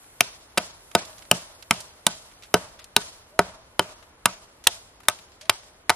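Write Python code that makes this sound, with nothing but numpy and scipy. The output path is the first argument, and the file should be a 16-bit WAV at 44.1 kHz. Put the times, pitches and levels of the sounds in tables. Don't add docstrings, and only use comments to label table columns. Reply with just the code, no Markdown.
import sys
import numpy as np
from scipy import signal
from scipy.fft import rfft, irfft, next_fast_len
from scipy.io import wavfile
from scipy.ndimage import uniform_filter1d

SR = 44100
rng = np.random.default_rng(int(sys.argv[2]) if len(sys.argv) > 2 else 0)


def dump_mix(stems):
    frames = np.atleast_2d(stems).T
    limited = np.clip(frames, -1, 1)
    pcm = np.round(limited * 32767).astype(np.int16)
    wavfile.write(sys.argv[1], SR, pcm)


def amplitude_ratio(level_db):
    exponent = np.asarray(level_db, float) / 20
    return 10 ** exponent


N = 262395
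TREES_RISE_S = 0.025
SIDES = np.array([[1], [-1]])


def band(x, lo_hz, hi_hz):
    sos = signal.butter(2, [lo_hz, min(hi_hz, 0.45 * SR)], "band", fs=SR, output="sos")
    return signal.sosfilt(sos, x)


def peak(x, db):
    return x * amplitude_ratio(db) / np.abs(x).max()


def ring(modes, scatter_db, size=7000):
    hz, db, t60 = np.transpose(modes)[:, :, None]
    chance = rng.standard_normal((2, len(modes), 1))
    t = np.arange(size) / SR
    strength = amplitude_ratio(db + scatter_db * chance[0])
    tone = np.sin(2 * np.pi * hz * (1 + 0.027 * chance[1]) * t)
    fade = 1000.0 ** (-t / np.abs(t60))
    return (strength * tone * fade).sum(0)


def walk(rate):
    k = int(SR / rate)
    steps = np.repeat(rng.standard_normal(N // k + 1), k)
    slow = uniform_filter1d(uniform_filter1d(steps, k), k)[:N]
    return slow / slow.std()


def add(out, s, sound, pan_db):
    i = int(s * SR)
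    n = min(sound.shape[-1], N - i)
    out[:, i:i + n] += sound[..., :n] * amplitude_ratio(pan_db * SIDES / 2)


def hush(colour, db):
    # t/s, level/dB
    rustle = [
        (0.0, -50),
        (0.45, -60),
        (1.101, -50),
        (1.899, -60),
        (2.501, -56.5),
        (3.2, -64.5),
        (5.95, -66.5),
    ]
    out, (hz0, db0) = 0, np.transpose(colour)
    breeze = np.interp(np.arange(N) / SR, *np.transpose(rustle)) + 62
    for hz in 30 * 2 ** np.arange(0, 9.1, 0.5):
        gain_db = np.interp(np.log(hz), np.log(hz0), db0)
        gain_db = gain_db + breeze * min(hz / 14000.0, 1) + 0.2 * walk(5.6)
        out = out + amplitude_ratio(gain_db) * band(rng.standard_normal(N), hz / 1.19, hz * 1.19)
    return out * amplitude_ratio(db) / out.std()


def wood_hush():
    # f/Hz, level/dB per Hz
    middle_colour = [(15, -33), (25, 4.5), (67, 7), (172, -4), (621, 0), (709, -4.5), (952, -3),
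                     (6720, -24), (8550, -16), (10900, -18), (11800, -26), (12800, -58), (15000, -63.5)]
    # f/Hz, level/dB per Hz
    side_colour = [(15, -61), (25, -22), (135, -14.5), (501, -7.5), (978, -5), (2300, -6.5), (2850, -9),
                   (8780, -12.5), (10900, -8.5), (13100, -10), (15000, -42.5)]
    return hush(middle_colour, -56.5) + hush(side_colour, -57) * SIDES


def dove():
    # t/s, length/s, start f/Hz, end f/Hz, level/dB
    coos = [
        (1.011, 0.246, 600, 645, -57),
        (3.293, 0.14, 526, 684, -50),
        (3.449, 0.23, 623, 656, -56),
        (4.694, 0.12, 577, 686, -52.5),
        (5.404, 0.086, 555, 666, -50.5),
        (5.557, 0.26, 630, 614, -61.5),
    ]
    out = np.zeros((2, N))
    for s, length, from_hz, to_hz, db in coos:
        u = np.linspace(0, 1, int(length * SR))
        hz = from_hz + (to_hz - from_hz) * np.sin(np.pi / 2 * u)
        whistle = np.sin(2 * np.pi * np.cumsum(hz) / SR)
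        add(out, s, amplitude_ratio(db) * np.sin(np.pi * u) ** 1.3 * whistle, 0)
    return out


def chips():
    # t/s, peak level/dB, length/ms, left minus right/dB
    landings = [(0.0423, -45, 9.5, 4), (0.5217, -52, 8.6, 9), (0.915, -41.5, 3.6, -6),
                (1.051, -35.5, 5.2, -11.5), (1.1304, -44.5, 7.2, 0), (1.183, -36.5, 8.8, -10),
                (1.2233, -42, 6.5, -8), (1.2531, -45.5, 4.6, -13.5), (1.626, -38.5, 4.7, -9),
                (1.8046, -32.5, 8, -3), (1.908, -50.5, 6.8, 0), (2.3144, -45, 13, -1),
                (2.4242, -42.5, 7.3, -1), (2.4354, -40, 14, -2), (2.7134, -45.5, 12.4, 12),
                (2.7915, -40, 26, 0.6), (2.8433, -32, 5.2, 1), (3.995, -53, 2.9, -5),
                (4.0267, -45.5, 11.8, 11), (4.6407, -34.5, 9.3, -1), (5.004, -48, 6.0, 5),
                (5.034, -47.5, 8.3, -6), (5.0549, -45, 6.9, -1), (5.1886, -41.5, 6.5, 8),
                (5.251, -52, 2.9, 0), (5.288, -46.5, 4.9, -4.5), (5.3192, -43, 8, -2.5),
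                (5.4122, -37, 18, -2), (5.454, -39, 17, 0.5), (5.6345, -45, 2.6, -0.5)]
    usual_hz, octaves_per_10_db, spread_octaves = 3120, 0.97, 0.17
    out, ms = np.zeros((2, N)), np.arange(2000) * 1000 / SR
    for s, db, length_ms, pan_db in landings:
        octaves = octaves_per_10_db * (db + 38) / 10 + spread_octaves * rng.standard_normal()
        hz = usual_hz * 2 ** octaves
        crackle = rng.standard_normal((2, 2000)) * amplitude_ratio(3.2 * rng.exponential(size=2000))
        crackle = crackle[0] + 0.67 * crackle[1] * SIDES
        crackle = band(crackle, hz / 2, hz * 2) + 0.5 * band(crackle, 900, 10000)
        fade = (1 - np.exp(-ms / 0.18)) * np.exp(-ms / max(length_ms, 0.5))
        add(out, s - 0.001, peak(fade * crackle, db + 7.0), pan_db)
    return out


def bites():
    # t/s, splitting level/dB, trunk ring level/dB, split f/Hz, trunk f/Hz
    full_bites = [(0.2063, -2, -13, 2500, 697), (0.5781, -11, -13, 2664, 640), (0.95, -1.5, -4, 2377, 645),
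                  (1.3125, -1, -6, 2863, 613), (1.7081, -2, -7.5, 2807, 1216), (2.0657, -3, -11, 3815, 972),
                  (2.5405, -4.5, -2, 2760, 619), (2.9637, -2, -9.5, 3866, 910), (3.3908, -5, -3, 1560, 624),
                  (3.7931, -8, -6.5, 2760, 624), (4.256, -3.5, -6.5, 2410, 1245),
                  (4.6695, -15, -24.5, 3035, 619), (5.0836, -3.5, -10, 3615, 1270),
                  (5.4964, -5, -20.5, 3125, 617), (5.9006, -8, -7.5, 1983, 897)]
    # t/s, splitting level/dB, trunk ring level/dB, split f/Hz, cut length/ms
    skips = [
        (0.573, -19.5, -13.5, 2724, 1.3),
        (.5752, -12, -29, 3380, 2),
        (0.5813, -14.5, -22.5, 2750, 2.1),
        (4.6678, -11.5, -15.5, 2130, .9),
        (4.6704, -1, -20.5, 3580, 3),
        (5.4936, -6.5, -8.5, 2087, .9),
        (5.894, -5, -7, 2110, .9),
        (5.0965, -26.5, -32, 4660, 1.2),
    ]
    # t/s, steepness 0-1
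    swing = [
        (3.9, 0.02),
        (4.3, 0.4),
        (5.0, 1),
        (5.5, 0.94),
    ]
    rows = []
    for s, split, trunk, hz, trunk_hz in full_bites:
        rows.append((s, split, trunk, 2.15, hz, trunk_hz, -22, -12.5))
    for s, split, trunk, hz, cut_ms in skips:
        trunk_hz = 1120 if cut_ms < 1.5 else 624
        rows.append((s, split, trunk, cut_ms, hz, trunk_hz, -17, -12.5))
    s, split, trunk, cut_ms, hz, trunk_hz, scrape, echo = np.transpose(rows)
    steep = np.interp(s, *np.transpose(swing))
    edge = split - 1.5 + 5 * np.log2(hz / 2520)
    thud = trunk - 16 - 20 * steep
    echo = echo - 5 * steep
    return np.transpose([s, edge, split, trunk, thud, cut_ms, hz, trunk_hz, scrape, echo])


def trees():
    # f/Hz, level/dB, early t60/s, late level/dB, late t60/s, side minus mid/dB
    broad = [(93, -25.5, 0.056, -13, 0.87, -5.5), (200, -34, 0.42, -22.5, .8, -14),
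             (457, -34, 0.3, -14, 0.59, -14), (930, -32.5, 0.08, -9, 0.83, -4),
             (1800, -41.5, 0.42, -18.5, 0.86, 2.5), (4100, -39.5, 0.21, -6, 0.83, 4),
             (6950, -41, 0.58, -14, 0.2, 4), (11000, -43, 0.1, -14, 1, 13.5)]
    # f/Hz, level/dB, early t60/s, late level/dB, late t60/s, side minus mid/dB
    narrow = [(622, -40.5, .4, -10, 1.5, -9.5), (950, -45.5, 0.21, -6, 0.82, -3.5),
              (3140, -49, 0.3, -18, 0.5, 3)]
    t, echo = np.arange(int(0.9 * SR)) / SR, 0
    layer_hz = np.log([9000, 2800, 800, 200])
    bands = [(1.45, *row) for row in broad] + [(1.07, *row) for row in narrow]
    lumps = 1.5 * walk(70)
    touches = bites()
    for ratio, hz, db, early, late_db, late, side_db in bands:
        rise = 1 - np.exp(-(t / TREES_RISE_S) ** 2)
        fade = rise * (1000.0 ** (-t / early) + amplitude_ratio(late_db) * 1000.0 ** (-t / late))
        power = np.zeros((2, N))
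        for bite in touches:
            colour_db = np.interp(-np.log(hz), -layer_hz, bite[1:5])
            add(power, bite[0], (fade * amplitude_ratio(bite[-1] - 3.0 + 0.75 * colour_db)) ** 2, 0)
        mid, side = band(rng.standard_normal((2, N)), hz / ratio, hz * ratio)
        gain = amplitude_ratio(db + 15 + lumps + 0.76 * walk(30)) * np.sqrt(power)
        echo = echo + gain * (mid / mid.std() + amplitude_ratio(side_db) * side / side.std() * SIDES)
    return echo


def sing():
    width, t60_s = 1.12, 0.36
    out, t = np.zeros((2, N)), np.arange(int(0.4 * SR)) / SR
    fade = (1 - np.exp(-(t / TREES_RISE_S) ** 2)) * 1000.0 ** (-t / t60_s)
    for s, _, split, _, _, _, hz, _, _, echo in bites():
        mid, side = band(rng.standard_normal((2, len(t))), hz / width, hz * width)
        wash = (mid + 0.7 * side * SIDES) / mid.std()
        add(out, s, amplitude_ratio(-43.5 + 14.5 + echo + split) * fade * wash, 0)
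    return out


def undergrowth():
    ms = np.arange(2500) * 1000 / SR
    near = amplitude_ratio(-36.5) * rng.standard_normal((2, 2500)) * (ms > 1.2) * np.exp(-ms / 7.2)
    near[:, 0] = 1
    return near


def ports(x):
    share, turn_hz = 0.42, 1500
    size = next_fast_len(N)
    hz = np.arange(size // 2 + 1) * SR / size
    side = irfft(rfft(x.mean(0), size) * 1j * share * hz / (hz + turn_hz), size)[:N]
    return x + side * SIDES


def blow(edge_db, split_db, trunk_db, thud_db, cut_ms, split_hz, trunk_hz, scrape_db, size=7000):
    # f/Hz, level/dB, t60/s
    trunk_modes = [(402, -10.5, 0.061), (477, -24.5, 0.015), (619, -10, 0.038), (720, -12.5, .04),
                   (892.5, -11.5, 0.029), (957.5, -10.5, 0.051), (1225, -5.5, 0.017), (1497, -16.5, 0.058)]
    # f/Hz, level/dB, t60/s
    split_modes = [(1874, -21.5, 0.011), (2390, -18.5, 0.0024), (2750, -9, 0.007), (3110, -14.5, 0.025),
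                   (3760, -6, 0.0051), (4410, -16.5, 0.0026), (4973, -16.5, 0.019)]
    # f/Hz, level/dB, t60/s
    thud_modes = [(89, -8, 0.04), (123.9, -2.5, 0.12), (160, -4, .06), (180.1, 1.5, 0.14),
                  (214, 6.5, 0.062), (263, -12.5, .04), (290, -5.5, 0.042), (72.6, -12.5, 0.66)]
    ms, cut = np.arange(size) * 1000 / SR, max(cut_ms, 0.3)
    bite = np.where(ms < cut, (ms / cut) ** 2.1, np.exp(-(ms - cut) / 1.1))
    bite = bite + amplitude_ratio(scrape_db) * np.exp(-ms / 3.5) * (ms > cut)
    snaps = bite * rng.standard_normal((2, size)) * amplitude_ratio(3.9 * rng.exponential(size=size))
    snaps = snaps[0] + 0.14 * snaps[1] * SIDES
    push = np.exp(-((ms - 1.0325 * cut) / 0.041) ** 2) + 0.1 * snaps.sum(0) / np.abs(snaps).max()
    push = push + 0.068 * rng.standard_normal(size) * (ms > cut) * np.exp(-ms / 14.6)
    split_knock = [(split_hz, 2, 0.0032)]
    trunk_knock = [(trunk_hz, 3, 0.009), (1.8 * trunk_hz, 0, 0.005)]
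    split = band(ring([*split_modes, *split_knock], scatter_db=3), 1200, 9000)
    trunk = band(ring([*trunk_modes, *trunk_knock], scatter_db=3), 0.53 * trunk_hz, 5000)
    thud = band(ring(thud_modes, scatter_db=4.5), 170.0, 730.0)
    jolt = band(band(push, 77.0, 220.0), 77.0, 220.0)
    layers = [peak(band(snaps, 5200.0, 11500.0), edge_db),
              peak(signal.fftconvolve(snaps, split[None], axes=1), split_db),
              peak(signal.fftconvolve(push, trunk), trunk_db),
              peak(signal.fftconvolve(push, thud), thud_db),
              peak(band(snaps, 1700.0, 4200.0), split_db - 10.5),
              peak(jolt, trunk_db - 30.5)]
    return sum(x[..., :size] for x in layers)


def axe():
    near = np.zeros((2, N))
    for s, edge, split, trunk, thud, cut_ms, split_hz, trunk_hz, scrape, _ in bites():
        hit = blow(edge + 4, split + 3, trunk + 4, thud + 4, cut_ms, split_hz, trunk_hz, scrape)
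        add(near, s + 0.0015 - cut_ms / 1000, hit, 0)
    lag = int(4.5 * SR / 1000)
    late = np.pad(near, ((0, 0), (lag, 0)))[:, :N]
    near = near + amplitude_ratio(-14) * band(late, 300.0, 1700.0)
    scattered = signal.fftconvolve(near, undergrowth(), axes=1)[:, :N]
    return ports(scattered) + trees() + sing()


def scene():
    return wood_hush() + dove() + chips() + axe()


def starve(x, size=24):
    # f/Hz, middle 0-1, sides 0-1
    dropped = [(4000, 0, 0), (5700, .08, 0), (7000, .2, .01), (8300, .33, .01), (9600, .2, .01),
               (11200, .4, .02), (12300, .9, .2), (14000, 1, .9), (15000, 1, 1)]
    safe_db = -56
    hz, _, z = signal.stft(np.array([x[0] + x[1], x[0] - x[1]]) / 2, SR, nperseg=1024)
    starts = np.arange(0, len(hz), size // 2)
    edge_hz, *shares = np.transpose(dropped)
    db = 10 * np.log10(np.add.reduceat(np.abs(z) ** 2, starts, axis=1) + 1e-18)
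    short = rng.standard_normal(db.shape) + 0.9 * rng.standard_normal((2, 1, db.shape[2]))
    short = uniform_filter1d(short, size=6, axis=2)
    rank = short.argsort(axis=2).argsort(axis=2) / db.shape[2]
    share = np.array([np.interp(hz[starts], edge_hz, s) for s in shares])[:, :, None]
    treble = db[:, hz[starts] > 5000].mean(axis=(0, 1))
    tick = (treble - np.roll(treble, 2) > 2.5) & (hz[starts] < 15000)[:, None]
    keep = (rank >= share) | (db > safe_db) | tick
    kept = z * keep[:, np.arange(len(hz)) // (size // 2)]
    mid, side = signal.istft(kept, SR, nperseg=1024)[1][:, :N]
    return np.array([mid + side, mid - side])


def band_limit(x):
    return signal.sosfilt(signal.butter(12, 16490, fs=SR, output="sos"), x)


def record(dry):
    overload = 0.93
    heard = np.clip(band(dry, 20.0, 19000.0), -overload, overload)
    heard = signal.sosfilt(signal.butter(3, 14500, fs=SR, output="sos"), heard)
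    return band_limit(starve(heard))


dry = scene()
out = record(dry)
dump_mix(out)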